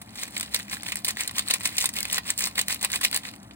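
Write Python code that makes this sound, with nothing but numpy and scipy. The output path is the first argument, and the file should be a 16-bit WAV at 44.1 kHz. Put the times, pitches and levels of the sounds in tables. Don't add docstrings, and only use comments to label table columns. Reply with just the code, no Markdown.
import sys
import numpy as np
from scipy import signal
from scipy.fft import rfft, irfft, next_fast_len
from scipy.io import wavfile
from scipy.ndimage import uniform_filter1d

SR = 44100
rng = np.random.default_rng(int(sys.argv[2]) if len(sys.argv) > 2 else 0)


def transcribe(signal):
    frames = np.atleast_2d(signal).T
    limited = np.clip(frames, -1, 1)
    pcm = np.round(limited * 32767).astype(np.int16)
    wavfile.write(sys.argv[1], SR, pcm)


N = 156555

# (frequency [Hz], relative level per Hz [dB])
ROOM_SPECTRUM = [(28, -40), (60, -6), (300, -9.5), (430, -20), (700, -10), (1300, -16), (5000, -35),
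                 (11000, -30.5), (16000, -38)]
# (frequency [Hz], width [Hz], level over the spectrum [dB])
ROOM_RESONANCES = [(65.5, 7.2, 1.5), (107.8, 18, 6.5), (203.6, 38.4, 11), (285, 19.6, 3.5)]
ROOM_DB, ROOM_PRIVATE_SHARE = -47, 0.12

TAIL_DB, TAIL_T60_S, TAIL_LOWPASS_HZ = -14.5, 0.098, 6140

# (frequency [Hz], relative level per Hz [dB])
FILM_SPECTRUM = [(250, -13.5), (550, -5), (1400, -7), (2300, -4.5), (4300, 2), (6200, -5.5), (8500, -1),
                 (11500, -3.5), (13500, -8.5), (16000, -3)]
# (frequency [Hz], width [Hz], level over the spectrum [dB])
POT_RESONANCES = [(1060, 64, -0.5), (1977, 460, 4), (2423, 62, 4.5)]

# (time [s], bright level [dB], dull level [dB], time to fall by 20 dB [ms])
CRACKS = [(0.0162, -33, -39.5, 14), (0.1562, -33, -37, 11), (0.2329, -19.5, -28.5, 9.5),
          (0.2778, -35, -39, 13), (0.366, -27, -27, 10), (0.3786, -19, -37, 4.5), (0.3986, -19, -33, 2.5),
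          (0.4098, -14, -24, 3.5), (0.4291, -24.5, -29, 9), (0.5452, -12.5, -18.5, 6.5),
          (0.598, -32, -27, 4.5), (0.8325, -23.5, -27.5, 4), (0.8626, -36, -31, 7.5),
          (0.9207, -22, -23, 10.5), (0.9568, -16, -27, 3.5), (0.97, -22, -38, 3.5),
          (1.0471, -14.5, -26, 12), (1.0821, -17, -26.5, 15.5), (1.107, -19, -29, 8), (1.1704, -27, -27, 5),
          (1.2078, -18, -26, 8), (1.2767, -18, -29.5, 7), (1.294, -36, -25, 4.5), (1.311, -28, -34, 6.5),
          (1.383, -12, -21.5, 5.5), (1.394, -15.5, -22, 6), (1.485, -15, -30, 2.5),
          (1.504, -18.5, -25.5, 15.5), (1.5096, -13.5, -15.5, 8), (1.5385, -10.5, -23, 6),
          (1.608, -28.5, -29.5, 9), (1.657, -13.5, -22.5, 8), (1.768, -20, -49, 6), (1.782, -9.5, -23, 10),
          (1.805, -14, -38, 0.5), (1.8095, -16, -23, 5.5), (1.8148, -15, -29, 4), (1.8237, -17, -31, 9),
          (1.8424, -16.5, -22.5, 6.5), (1.8571, -11, -27, 9), (1.8905, -19.5, -30, 8.5),
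          (1.938, -25, -37, 8.5), (2.0052, -15, -33, 3.5), (2.0294, -15, -31, 5), (2.0533, -19.5, -23, 3.5),
          (2.1306, -15, -36, 3), (2.1546, -22, -35, 2), (2.1807, -18.5, -18, 8.5), (2.3035, -11, -26, 6),
          (2.3779, -16, -49, 5), (2.3876, -17.5, -43, 17.5), (2.3925, -16, -30, 2),
          (2.4069, -18.5, -30, 9.5), (2.4549, -15.5, -45, 6.5), (2.4712, -20, -25, 8),
          (2.5558, -31, -30.5, 8.5), (2.579, -19, -22.5, 12.5), (2.5915, -13.5, -19.5, 11),
          (2.6134, -12.5, -26, 5.5), (2.683, -13, -21, 3), (2.7446, -20.5, -31, 6),
          (2.8123, -26.5, -33, 14.5), (2.828, -17, -26.5, 6), (2.8477, -9.5, -18, 4.5),
          (2.9017, -28, -28.5, 5), (2.918, -17, -44, 4.5), (2.959, -19, -27, 8.5),
          (3.0117, -20, -26.5, 11.5), (3.0368, -16.5, -25.5, 8.5), (3.0505, -16, -21.5, 7),
          (3.1135, -18.5, -33, 1.5), (3.145, -15.5, -29, 7), (3.1619, -11.5, -25.5, 6.5),
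          (3.1739, -18, -28, 4.5), (3.252, -46, -28.5, 8), (3.2814, -40, -34, 7.5), (3.306, -44, -45, 4),
          (3.3135, -36, -43, 4), (3.3372, -41, -36, 7), (3.355, -39, -54, 2), (3.3612, -39.5, -49, 5.5),
          (3.43, -41.5, -52, 6.5), (3.51, -57, -40, 7.5)]
BUILD_UP_SHARE = 0.15
SNAP_DB = 8
SPLIT_HZ = 5000
BRIGHT_PITCH_HZ, DULL_PITCH_HZ = (6000, 13000), (850, 4600)

# (peak time [s], level [dB], time to rise by 20 dB [ms], time to fall by 20 dB [ms])
FLICKS = [(0.181, -35.5, 28, 150), (0.238, -34.5, 140, 58), (0.374, -34, 74, 170), (0.551, -29, 43, 104),
          (0.737, -26, 50, 49), (0.892, -31, 85, 64), (0.967, -33.5, 20, 70), (1.086, -23, 34, 38),
          (1.207, -25.5, 45, 71), (1.383, -22.5, 38, 40), (1.511, -28, 79, 46), (1.542, -24, 23, 30),
          (1.658, -22.5, 45, 58), (1.784, -36, 35, 52), (1.854, -28, 217, 47), (1.978, -23, 39, 51),
          (2.136, -26, 48, 26), (2.169, -27, 180, 35), (2.292, -24, 50, 45), (2.429, -25, 59, 89),
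          (2.586, -24, 29, 50), (2.704, -22, 33, 61), (2.843, -20, 28.6, 24), (2.955, -22, 64, 30),
          (3.049, -20, 36, 35), (3.157, -22.5, 46, 40), (3.268, -35.5, 67, 60)]
POWDER_DB, GRAINS_PER_S, GRAIN_SPREAD_DB = -6, 6000, 2.5
CRINKLE_DB, CRINKLES_PER_S, CRINKLE_SPREAD_DB = -2, 500, 3.5
CRINKLE_FALL_MS = 4
RESTING_DB = -59.5

RING_Q, CRACK_RING_DB, CRINKLE_RING_DB = 3.3, 7, 14
PRIVATE_SHARE, SHARED_ABOVE_HZ = 0.7, 4500

# (frequency [Hz], phase by which left leads [rad], left minus right [dB])
PORTS = [(101, 0, 1.5), (580, -1.4, 4.5), (1500, -1.9, -2), (1900, -1.1, -2), (4000, -4.1, 0.3),
         (5400, -3.05, 0.4), (6400, -2.2, 0.5), (8100, -0.1, 0), (9100, 0.25, 0), (11300, 2.9, 0),
         (12300, 3.3, 0), (14500, 6.2, 0), (15800, 6.4, 0)]
CUTOFF_HZ = 15800


def from_db(db):
    return 10 ** (np.asarray(db) / 20)


def rms_one(x):
    return x / np.sqrt(np.mean(x ** 2) + 1e-20)


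def coloured(x, spectrum, resonances):
    size = next_fast_len(x.shape[-1] + 4096)
    hz = np.fft.rfftfreq(size, 1 / SR) + 1e-3
    knots_hz, knots_db = np.transpose(spectrum)
    gain = from_db(np.interp(np.log(hz), np.log(knots_hz), knots_db)) + 0j
    gain *= 1 + sum(from_db(db) / (1 + 1j * (hz / f - f / hz) * f / width)
                    for f, width, db in resonances)
    gain /= np.sqrt(np.mean(abs(gain) ** 2))
    return irfft(rfft(x, size) * gain, size)[..., :x.shape[-1]]


def band(x, kind):
    low_share = 2 * SPLIT_HZ / SR
    share = low_share if kind == "low" else 1 - low_share
    sos = signal.butter(2, SPLIT_HZ, kind, fs=SR, output="sos")
    return signal.sosfilt(sos, x + 1e-18) / np.sqrt(share)


def private(pair):
    return PRIVATE_SHARE * signal.sosfilt(signal.butter(2, SHARED_ABOVE_HZ, fs=SR, output="sos"), pair)


def port_noise(size):
    white = rng.standard_normal((3, size))
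    return white[0] + private(white[1:])


def ringing(x, hz, top_db):
    radius = np.exp(-np.pi * hz / RING_Q / SR)
    angle = 2 * np.pi * hz / SR
    zeros = (1 - radius ** 2) / 2 * np.array([1, 0, -1])
    poles = [1, -2 * radius * np.cos(angle), radius ** 2]
    return x + (from_db(top_db) - 1) * signal.lfilter(zeros, poles, x + 1e-18)


def room_noise():
    white = rng.standard_normal((3, N))
    pair = white[0] + ROOM_PRIVATE_SHARE * white[1:]
    return from_db(ROOM_DB) * rms_one(coloured(pair, ROOM_SPECTRUM, ROOM_RESONANCES))


def kitchen_tail(x):
    t = np.arange(SR // 2) / SR
    tail = rng.standard_normal((2, len(t))) * from_db(-60 * t / TAIL_T60_S)
    tail *= t > 0.002
    tail = signal.sosfilt(signal.butter(1, TAIL_LOWPASS_HZ, fs=SR, output="sos"), tail)
    tail /= np.sqrt(np.sum(tail ** 2) / 2)
    return signal.fftconvolve(x, tail, axes=1)[:, :N]


def cracks():
    ms = np.arange(2048) * 1000 / SR
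    bright, dull = np.zeros((2, 2, N + len(ms)))
    for time_s, bright_db, dull_db, fall_ms in CRACKS:
        build_up = 1 - np.exp(-ms / (BUILD_UP_SHARE * fall_ms))
        shape = build_up * from_db(-20 * ms / fall_ms)
        snap = np.argmax(shape) // 2
        start = int(time_s * SR) - snap
        for part, db, (low_hz, high_hz) in [(bright, bright_db, BRIGHT_PITCH_HZ),
                                            (dull, dull_db, DULL_PITCH_HZ)]:
            rattle = port_noise(len(ms)) * shape
            rattle[:, snap] += from_db(SNAP_DB) * rng.choice([-1, 1])
            pitch_hz = low_hz * (high_hz / low_hz) ** rng.random()
            part[:, start:start + len(ms)] += from_db(db) * ringing(rattle, pitch_hz, CRACK_RING_DB)
    return (band(bright, "high") + band(dull, "low"))[:, :N]


def grains(per_s, spread_db):
    size_db = spread_db * np.minimum(rng.exponential(1, N), 5)
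    clicks = from_db(size_db) * rng.choice([-1, 1], N)
    return clicks * (rng.random(N) < per_s / SR)


def powder():
    shared = grains(GRAINS_PER_S, GRAIN_SPREAD_DB)
    own = private([grains(GRAINS_PER_S, GRAIN_SPREAD_DB) for _ in "lr"])
    return rms_one(shared + own)


def crinkles():
    decay = from_db(-40e3 / (CRINKLE_FALL_MS * SR))
    creases = 0
    for hz in np.geomspace(1100, 12000, 8):
        onsets = grains(CRINKLES_PER_S / 8, CRINKLE_SPREAD_DB) ** 2
        power = signal.lfilter([1], [1, -decay], onsets)
        power = uniform_filter1d(power, size=40)
        bursts = np.sqrt(abs(power)) * port_noise(N)
        creases = creases + ringing(bursts, hz, CRINKLE_RING_DB)
    return rms_one(creases)


def shaking():
    t = np.arange(N) / SR
    power = 0
    for peak_s, db, rise_ms, fall_ms in FLICKS:
        drop_db = 2e4 * np.where(t < peak_s, (peak_s - t) / rise_ms, (t - peak_s) / fall_ms)
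        power = power + from_db(db - drop_db) ** 2
    return np.sqrt(power)


def rustle(level):
    ticking = np.sqrt((level * from_db(CRINKLE_DB)) ** 2 + from_db(RESTING_DB) ** 2)
    return level * from_db(POWDER_DB) * powder() + ticking * crinkles()


def scene():
    sachet = coloured(rustle(shaking()) + cracks(), FILM_SPECTRUM, POT_RESONANCES)
    return sachet + from_db(TAIL_DB) * kitchen_tail(sachet) + room_noise()


def record(dry):
    size = next_fast_len(N + 4096)
    knots_hz, lead_rad, balance_db = np.transpose(PORTS)
    hz = np.fft.rfftfreq(size, 1 / SR)
    tilt = from_db(np.interp(hz, knots_hz, balance_db) / 2)
    lag = np.exp(-1j * np.interp(hz, knots_hz, lead_rad))
    ports = np.array([tilt + 0j, lag / tilt])
    heard = irfft(rfft(dry, size) * ports, size)[:, :N]
    return signal.sosfilt(signal.ellip(8, 0.5, 45, CUTOFF_HZ, fs=SR, output="sos"), heard)


dry = scene()
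out = record(dry)
transcribe(out)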